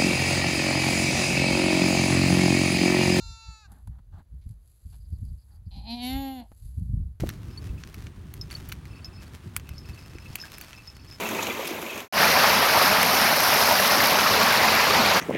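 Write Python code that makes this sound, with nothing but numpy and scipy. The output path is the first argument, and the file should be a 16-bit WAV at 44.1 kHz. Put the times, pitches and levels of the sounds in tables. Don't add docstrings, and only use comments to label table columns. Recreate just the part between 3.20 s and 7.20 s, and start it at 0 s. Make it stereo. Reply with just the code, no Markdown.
import sys
import numpy as np
from scipy import signal
from scipy.fft import rfft, irfft
from scipy.io import wavfile
from scipy.ndimage import uniform_filter1d

SR = 44100
rng = np.random.default_rng(int(sys.argv[2]) if len(sys.argv) > 2 else 0)


def master_out(mix):
    frames = np.transpose(np.atleast_2d(mix))
    ceiling = np.clip(frames, -1, 1)
    pcm = np.round(ceiling * 32767).astype(np.int16)
    wavfile.write(sys.argv[1], SR, pcm)


N = 176400
T = np.arange(N) / SR
HZ = np.fft.rfftfreq(N, 1 / SR)
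TOP_HZ = 15700


# t/s, pitch/Hz, then level/dB of fundamental, lowest throat resonance, buzz and treble
BLEAT_CONTOUR = [(2.507, 188.2, -80, -83, -71, -90), (2.515, 184.2, -70, -66.5, -58.5, -76),
                 (2.58, 199.7, -51, -57, -53, -67), (2.62, 193, -62, -60, -60, -83),
                 (2.645, 202, -52, -58, -58.5, -92), (2.675, 229.2, -47, -49, -45.5, -76),
                 (2.708, 232.1, -37.5, -45.5, -38.5, -55.5), (2.74, 238.7, -33, -45, -38.5, -58),
                 (2.765, 243.9, -39.5, -46.5, -48, -60), (2.795, 239.3, -39, -46.5, -42.5, -64),
                 (2.82, 247.5, -38, -45.5, -39.5, -54.5), (2.842, 246.7, -33, -41.5, -36.5, -44),
                 (2.9, 258.8, -33.5, -42, -38, -44.5), (2.966, 271, -31.5, -40, -41.5, -48.5),
                 (3.004, 273.5, -34, -39.5, -46, -49), (3.084, 268.1, -34.5, -40.5, -47, -51.5),
                 (3.148, 261.6, -39.5, -45.5, -52.5, -56.5), (3.204, 243.2, -40, -47.5, -52.5, -59.5),
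                 (3.224, 231.3, -45.5, -52, -60, -83), (3.266, 206, -72, -68, -99, -98)]
# t/s, roughness/0-1
BLEAT_HOARSENESS = [(2.63, 0.83), (2.7, 0.06), (3.19, .07), (3.23, 0.95)]
# short f/Hz, stretched f/Hz, width/Hz, short level/dB, stretched level/dB
BLEAT_FORMANTS = [(219, 232, 79, -9, -6), (489.5, 500.6, 39, -16.5, -14.5), (801, 777, 79, 8, -3.5),
                  (1630, 1535, 270, -34, -3), (2510, 2040, 160, -2.5, 2.5), (3130, 2900, 277, -1.5, 4),
                  (4186, 3500, 180, 6, 3.5), (4540, 4210, 215, 1.5, 3.5), (4850, 4930, 500, -0.5, -11.5),
                  (5600, 5300, 240, 0.5, -7), (7900, 7550, 50, -9, -8.5), (7400, 6750, 120, -45, -7),
                  (11080, 10800, 570, -0.5, -7), (12000, 11950, 227, -13, 2)]
# t/s, stretch/0-1
THROAT_STRETCH = [(2.72, 0.062), (2.83, 0.51), (2.96, 0.94), (3.2, 0.95)]

def bleat():
    drive, on = vocal_folds(BLEAT_CONTOUR, jitter=.0017, rough=curve(BLEAT_HOARSENESS))
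    rasping = drive * amp(1.5 * wander(220)) + .25 * noise()
    stretch, out = curve(THROAT_STRETCH)[on], np.zeros(N)
    edges_hz = [140, 340, 1080, 4900, 16000]
    for k, source in enumerate([drive, drive, drive, rasping]):
        voice = np.zeros(N)
        for i, (short_hz, long_hz, width_hz, short_db, long_db) in enumerate(BLEAT_FORMANTS):
            if edges_hz[k] < short_hz < edges_hz[k + 1]:
                gain = (-1) ** i * amp(short_db + (long_db - short_db) * stretch)
                formant_hz = short_hz + (long_hz - short_hz) * stretch
                voice[on] += gain * resonate(source[on], formant_hz, width_hz)
        voice = band(voice, edges_hz[k], edges_hz[k + 1])
        voice = voice / voice[on].std()
        running_rms = np.sqrt(abs(uniform_filter1d(voice ** 2, size=1800)) + 1e-2)
        out += voice / running_rms * amp(curve(BLEAT_CONTOUR, column=k + 2))
    return out * on


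# t/s, pitch/Hz, low partials level/dB, treble level/dB
CRY_CONTOUR = [(0, 459.2, -52.5, -48.5), (.09, 451.3, -54, -49), (.26, 447, -53.5, -53.5),
               (.35, 438.4, -54.5, -53.5), (.405, 434.4, -57.5, -58.5), (.44, 418, -57, -62),
               (.462, 391, -61, -62.5), (.485, 360, -86, -91)]
# f/Hz, level/dB
CRY_FORMANTS = [(900, 1), (1350, 5), (1600, 12.5), (1800, -14), (2240, -9), (2690, 5.5), (2950, -16),
                (3200, -27), (3590, -6.5), (4040, -0.5), (4930, -6), (5390, -5.5), (5840, -7.5),
                (6290, -13), (7180, -6), (7630, -20), (8530, -22.5), (10780, -22.5), (14820, -74)]

def cry():
    rough = np.interp(T, [.43, .48], [.033, .51])
    drive, on = vocal_folds(CRY_CONTOUR, jitter=.0013, rough=rough)
    voice = colour(drive, CRY_FORMANTS)
    low, high = band(voice, 680, 3200), band(voice, 3200, 15000)
    low = low / low[on].std() * amp(curve(CRY_CONTOUR, column=2))
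    high = high / high[on].std() * amp(curve(CRY_CONTOUR, column=3))
    return on * (low + high)


def vocal_folds(contour, jitter, rough):
    on = (T >= contour[0][0]) & (T <= contour[-1][0])
    pitch = curve(contour)
    pitch_wobble = jitter * rough / max(rough.min(), .02) * wander(93.8)
    cycles = np.cumsum(pitch * (1 + pitch_wobble)) / SR
    pulses, hz, t = 0, pitch[on], T[on]
    for k, (rate, phase) in enumerate(rng.random(size=(80, 2)), 1):
        waver_db = 4 * np.sqrt(k * hz / TOP_HZ) * np.sin(2 * np.pi * (9 * rate * t + phase))
        pulses = pulses + amp(waver_db) * np.cos(2 * np.pi * k * cycles[on]) * (k * hz < TOP_HZ)
    puffs = (0.58 + np.exp(-(cycles % 1) / 0.58)) * noise()
    shimmer = 1 + .2 * rough * wander(160)
    drive = np.zeros(N)
    drive[on] = unit(pulses) * shimmer[on] + (rough * unit(puffs))[on]
    return drive, on


def scrub_echo(x, level_db=-12, t60_s=.25):
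    t = T[:SR // 2]
    tail = rng.standard_normal((2, len(t))) * amp(-60 * t / t60_s) * (t > .002)
    tail = tail / np.linalg.norm(tail[0])
    scattered = band(x, 650, 6000)
    return amp(level_db) * signal.fftconvolve(scattered[None], tail, axes=1)[:, :N]


# t/s, level/dB
WIND_GUSTS = [(0, -44.5), (.11, -37.5), (.19, -57), (.25, -55), (.29, -37), (.39, -62), (.5, -45.5),
              (.58, -53.5), (.7, -37), (.85, -53), (.95, -40), (1.06, -61.5), (1.1, -52.5), (1.14, -35.5),
              (1.23, -49.5), (1.32, -42), (1.45, -55), (1.6, -60), (1.67, -45.5), (1.88, -41.5),
              (2.03, -36), (2.14, -35.5), (2.22, -54), (2.4, -45), (2.48, -46.5), (2.59, -35.5),
              (2.72, -48), (2.88, -47.5), (2.96, -30), (3.06, -49), (3.39, -52), (3.45, -37.5),
              (3.55, -40.5), (3.6, -33.5), (3.68, -34), (3.78, -27.5), (3.88, -33.5), (4, -54.5)]
# t/s, peak level/dB, f/Hz
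WIND_BUFFETS = [(0.676, -34.5, 105), (1.259, -28.5, 66), (1.299, -37, 122), (1.651, -34, 70),
                (1.922, -23, 85), (2.02, -24.5, 81), (2.107, -38, 127), (2.463, -28.5, 83.4),
                (2.565, -33.5, 61.6), (3.573, -23.5, 87), (3.609, -22, 86.6), (3.69, -25.5, 122),
                (3.732, -17, 101), (3.796, -25, 91.3)]
# f/Hz, level/dB
RUMBLE_SPECTRUM = [(15, -64), (30, -12), (55, 10), (100, -1.5), (160, -18), (270, -39.5), (420, -54),
                   (900, -80.5)]
# f/Hz, level/dB
EDDY_SPECTRUM = [(80, -13.5), (150, 7), (250, -13), (420, -33), (900, -70)]

def wind(buffet_rise_s=.00924, left_lag_s=.0002):
    rumble = unit(colour(noise(), RUMBLE_SPECTRUM))
    running_power = uniform_filter1d(uniform_filter1d(rumble ** 2, size=1500), size=1000)
    gust = amp(curve(WIND_GUSTS))
    out = rumble / np.sqrt(running_power) * gust
    eddy_gain = amp(-37.5) * (gust / gust.max()) ** 1.76
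    for start, db, hz in WIND_BUFFETS:
        t = np.maximum(T - start, 0)
        push = amp(db) * (t / buffet_rise_s * np.exp(1 - t / buffet_rise_s)) ** 2
        out += push * np.cos(2 * np.pi * hz * (t - buffet_rise_s))
        eddy_gain += amp(-14) * push
    out += eddy_gain * unit(colour(noise(), EDDY_SPECTRUM))
    return np.array([np.interp(T - left_lag_s, T, out), out])


# t/s, length/s, level/dB
SOIL_SCUFFS = [(0.475, 0.17, -56.5), (0.698, 0.12, -66), (0.784, 0.019, -54.5), (0.921, 0.11, -54.5),
               (0.977, 0.052, -57), (1.722, 0.053, -60), (2.274, 0.15, -66)]
# f/Hz, level/dB
SOIL_SPECTRUM = [(200, 12.5), (500, -11), (800, 5.5), (1050, -2.5), (1700, -5), (2300, -18), (4400, -19.5),
                 (5700, -35), (8300, -22.5), (15000, -30)]
# t/s, length/s, level/dB
DRY_BRUSHES = [(.92, .08, -76.5), (1.21, 0.051, -72.5), (1.725, 0.044, -64.5)]
# t/s, tick level/dB, knock level/dB
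GRIT_SNAPS = [(.519, -48.5, -54), (.674, -50.5, -43.5), (0.753, -77, -62), (1.291, -55, -79),
              (1.31, -57, -75), (1.616, -83, -63), (2.051, -54.5, -91), (3.318, -82, -45),
              (3.579, -56, -69), (3.596, -58, -73)]

def ground(snap_decay_s=.0042):
    dull_gain = strokes(SOIL_SCUFFS) * amp(0.5 * wander(97))
    tick_gain = np.zeros(N)
    grit = noise() * rng.exponential(1, N)
    for start, tick_db, knock_db in GRIT_SNAPS:
        fade = (T >= start) * np.exp(-abs(T - start) / snap_decay_s)
        tick_gain += amp(tick_db) * fade
        dull_gain += amp(knock_db) * fade
    brushes = strokes(DRY_BRUSHES) * unit(band(grit, 1500, 6000))
    soil = dull_gain * unit(colour(grit, SOIL_SPECTRUM))
    ticks = tick_gain * unit(colour(noise(), RUSTLE_SPECTRUM))
    return soil + brushes + ticks


def strokes(table):
    return sum(amp(db) * np.sin(np.pi * np.clip((T - start) / length, 0, 1) ** 0.6)
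               for start, length, db in table)


# t/s, level/dB
RUSTLE_LEVEL = [(0, -75), (.47, -77), (.53, -66), (.62, -74), (.87, -83), (.97, -78.5), (1.06, -83),
                (1.3, -70), (1.38, -77.5), (1.5, -65.5), (1.62, -65.5), (1.71, -58.5), (1.85, -71),
                (2.07, -66.5), (2.25, -70.5), (2.35, -69), (2.42, -78.5), (2.5, -71), (3.27, -72),
                (3.46, -60.5), (3.56, -67), (3.76, -69.5), (3.86, -73.5), (4, -77.5)]
# f/Hz, level/dB
RUSTLE_SPECTRUM = [(200, -28), (500, -17.5), (900, -21), (2200, -7), (3500, -4.5), (4600, 2), (5700, -6),
                   (7900, 2.5), (10000, 12), (11800, 5.5), (13200, 3), (15500, -16.5)]

def rustle(grains_per_s=2500):
    grains = (rng.random(N) < grains_per_s / SR) * noise()
    grains *= amp(3 * np.minimum(rng.exponential(1, N), 4))
    friction = unit(colour(.6 * unit(grains) + .4 * noise(), RUSTLE_SPECTRUM))
    flicker_db = wander(5)
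    return friction * amp(curve(RUSTLE_LEVEL) + flicker_db)


CHIRP_TIMES = [1.707, 1.817, 1.856, 1.93, 1.959, 2.059, 2.092, 2.193, 2.225, 2.324, 2.36, 2.471]

def bird(pitch_hz=4680, length_s=.037, level_db=-68.5):
    out, rasp = np.zeros(N), 0.0627 * wander(806)
    for middle in CHIRP_TIMES:
        position = np.clip((T - middle) / length_s, -.5, .5)
        hz = pitch_hz * (1 - .04 * position + rasp)
        out += np.cos(np.pi * position) * np.sin(2 * np.pi * np.cumsum(hz) / SR)
    return amp(level_db) * out


# f/Hz, level/dB
AIR_SPECTRUM = [(30, -13.5), (150, -16.5), (400, -23), (1000, -29.5), (2500, -35.5), (4600, -37.5),
                (6000, -39.5), (11000, -54), (15000, -38)]

def open_air(level_db=-73.5):
    return amp(level_db) * unit(colour(noise(), AIR_SPECTRUM))


# f/Hz, left lead/rad
PORT_PHASE = [(0, 0), (400, 0), (1800, .5), (2250, 1.6), (3200, 1.4), (3800, .3), (4750, .1), (5250, 2.7),
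              (6300, .3), (6900, 0), (9200, -3.14), (11500, -6.28), (13800, -9.42), (15700, -12.5)]

def microphone(x, balance):
    above_bass = np.clip(HZ / 350 - 1, 0, 1)
    left_gain = amp(above_bass * spectrum_at(balance, HZ) / 2)
    right_gain = np.exp(-1j * np.interp(HZ, *np.transpose(PORT_PHASE))) / left_gain
    spectrum = rfft(x) / np.sqrt((left_gain ** 2 + left_gain ** -2) / 2)
    return irfft(np.array([spectrum * left_gain, spectrum * right_gain]), N)


def amp(db):
    return 10 ** (np.asarray(db) / 20)


def unit(x):
    return x / np.sqrt(np.mean(x ** 2) + 1e-20)


def noise():
    return rng.standard_normal(N)


def wander(rate_hz):
    return unit(irfft(rfft(noise()) * np.exp(-(HZ / rate_hz) ** 2), N))


def curve(table, column=1):
    table = np.array(table)
    return np.interp(T, table[:, 0], table[:, column])


def spectrum_at(points, hz):
    f, db = np.transpose(points)
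    return np.interp(np.log(hz + 1), np.log(f + 1), db)


def colour(x, points):
    log_gain = np.log(amp(spectrum_at(points, abs(np.fft.fftfreq(4096, 1 / SR)))))
    taps = np.fft.ifft(np.exp(np.conj(signal.hilbert(log_gain)))).real
    return signal.oaconvolve(x, taps[:len(taps) // 2])[:N]


def band(x, lo_hz, hi_hz):
    return irfft(rfft(x) / (1 + (lo_hz / (HZ + 1)) ** 16) / (1 + (HZ / hi_hz) ** 16), N)


def resonate(x, hz, width_hz):
    carrier = np.exp(2j * np.pi * np.cumsum(hz) / SR)
    pole = np.exp(-np.pi * width_hz / SR)
    return 2 * (carrier * signal.lfilter([1 - pole], [1, -pole], x / carrier)).real


# f/Hz, left minus right level/dB
BLEAT_BALANCE = [(300, 20), (750, 3), (1300, 2.5), (3200, 6.5), (4200, 0.5), (6000, 0.5)]
CRY_BALANCE = [(300, 18), (1300, 11), (4400, 1), (7000, 0.5)]
SURROUNDINGS_BALANCE = [(300, 4.5), (1300, 8), (2400, 1.5), (4400, 8.5), (8000, -0.5)]

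def scene():
    thin, low, air = cry(), bleat(), open_air()
    goats = microphone(low, BLEAT_BALANCE) + microphone(thin, CRY_BALANCE)
    echo = scrub_echo(low + 0.84 * thin)
    surroundings = microphone(rustle() + ground() + bird() + air, SURROUNDINGS_BALANCE)
    return goats + echo + surroundings + wind()


def record(dry):
    low_pass = signal.firwin(511, TOP_HZ, window=("kaiser", 9), fs=SR)
    return signal.oaconvolve(dry, low_pass[None], "same")


dry = scene()
out = record(dry)
master_out(out)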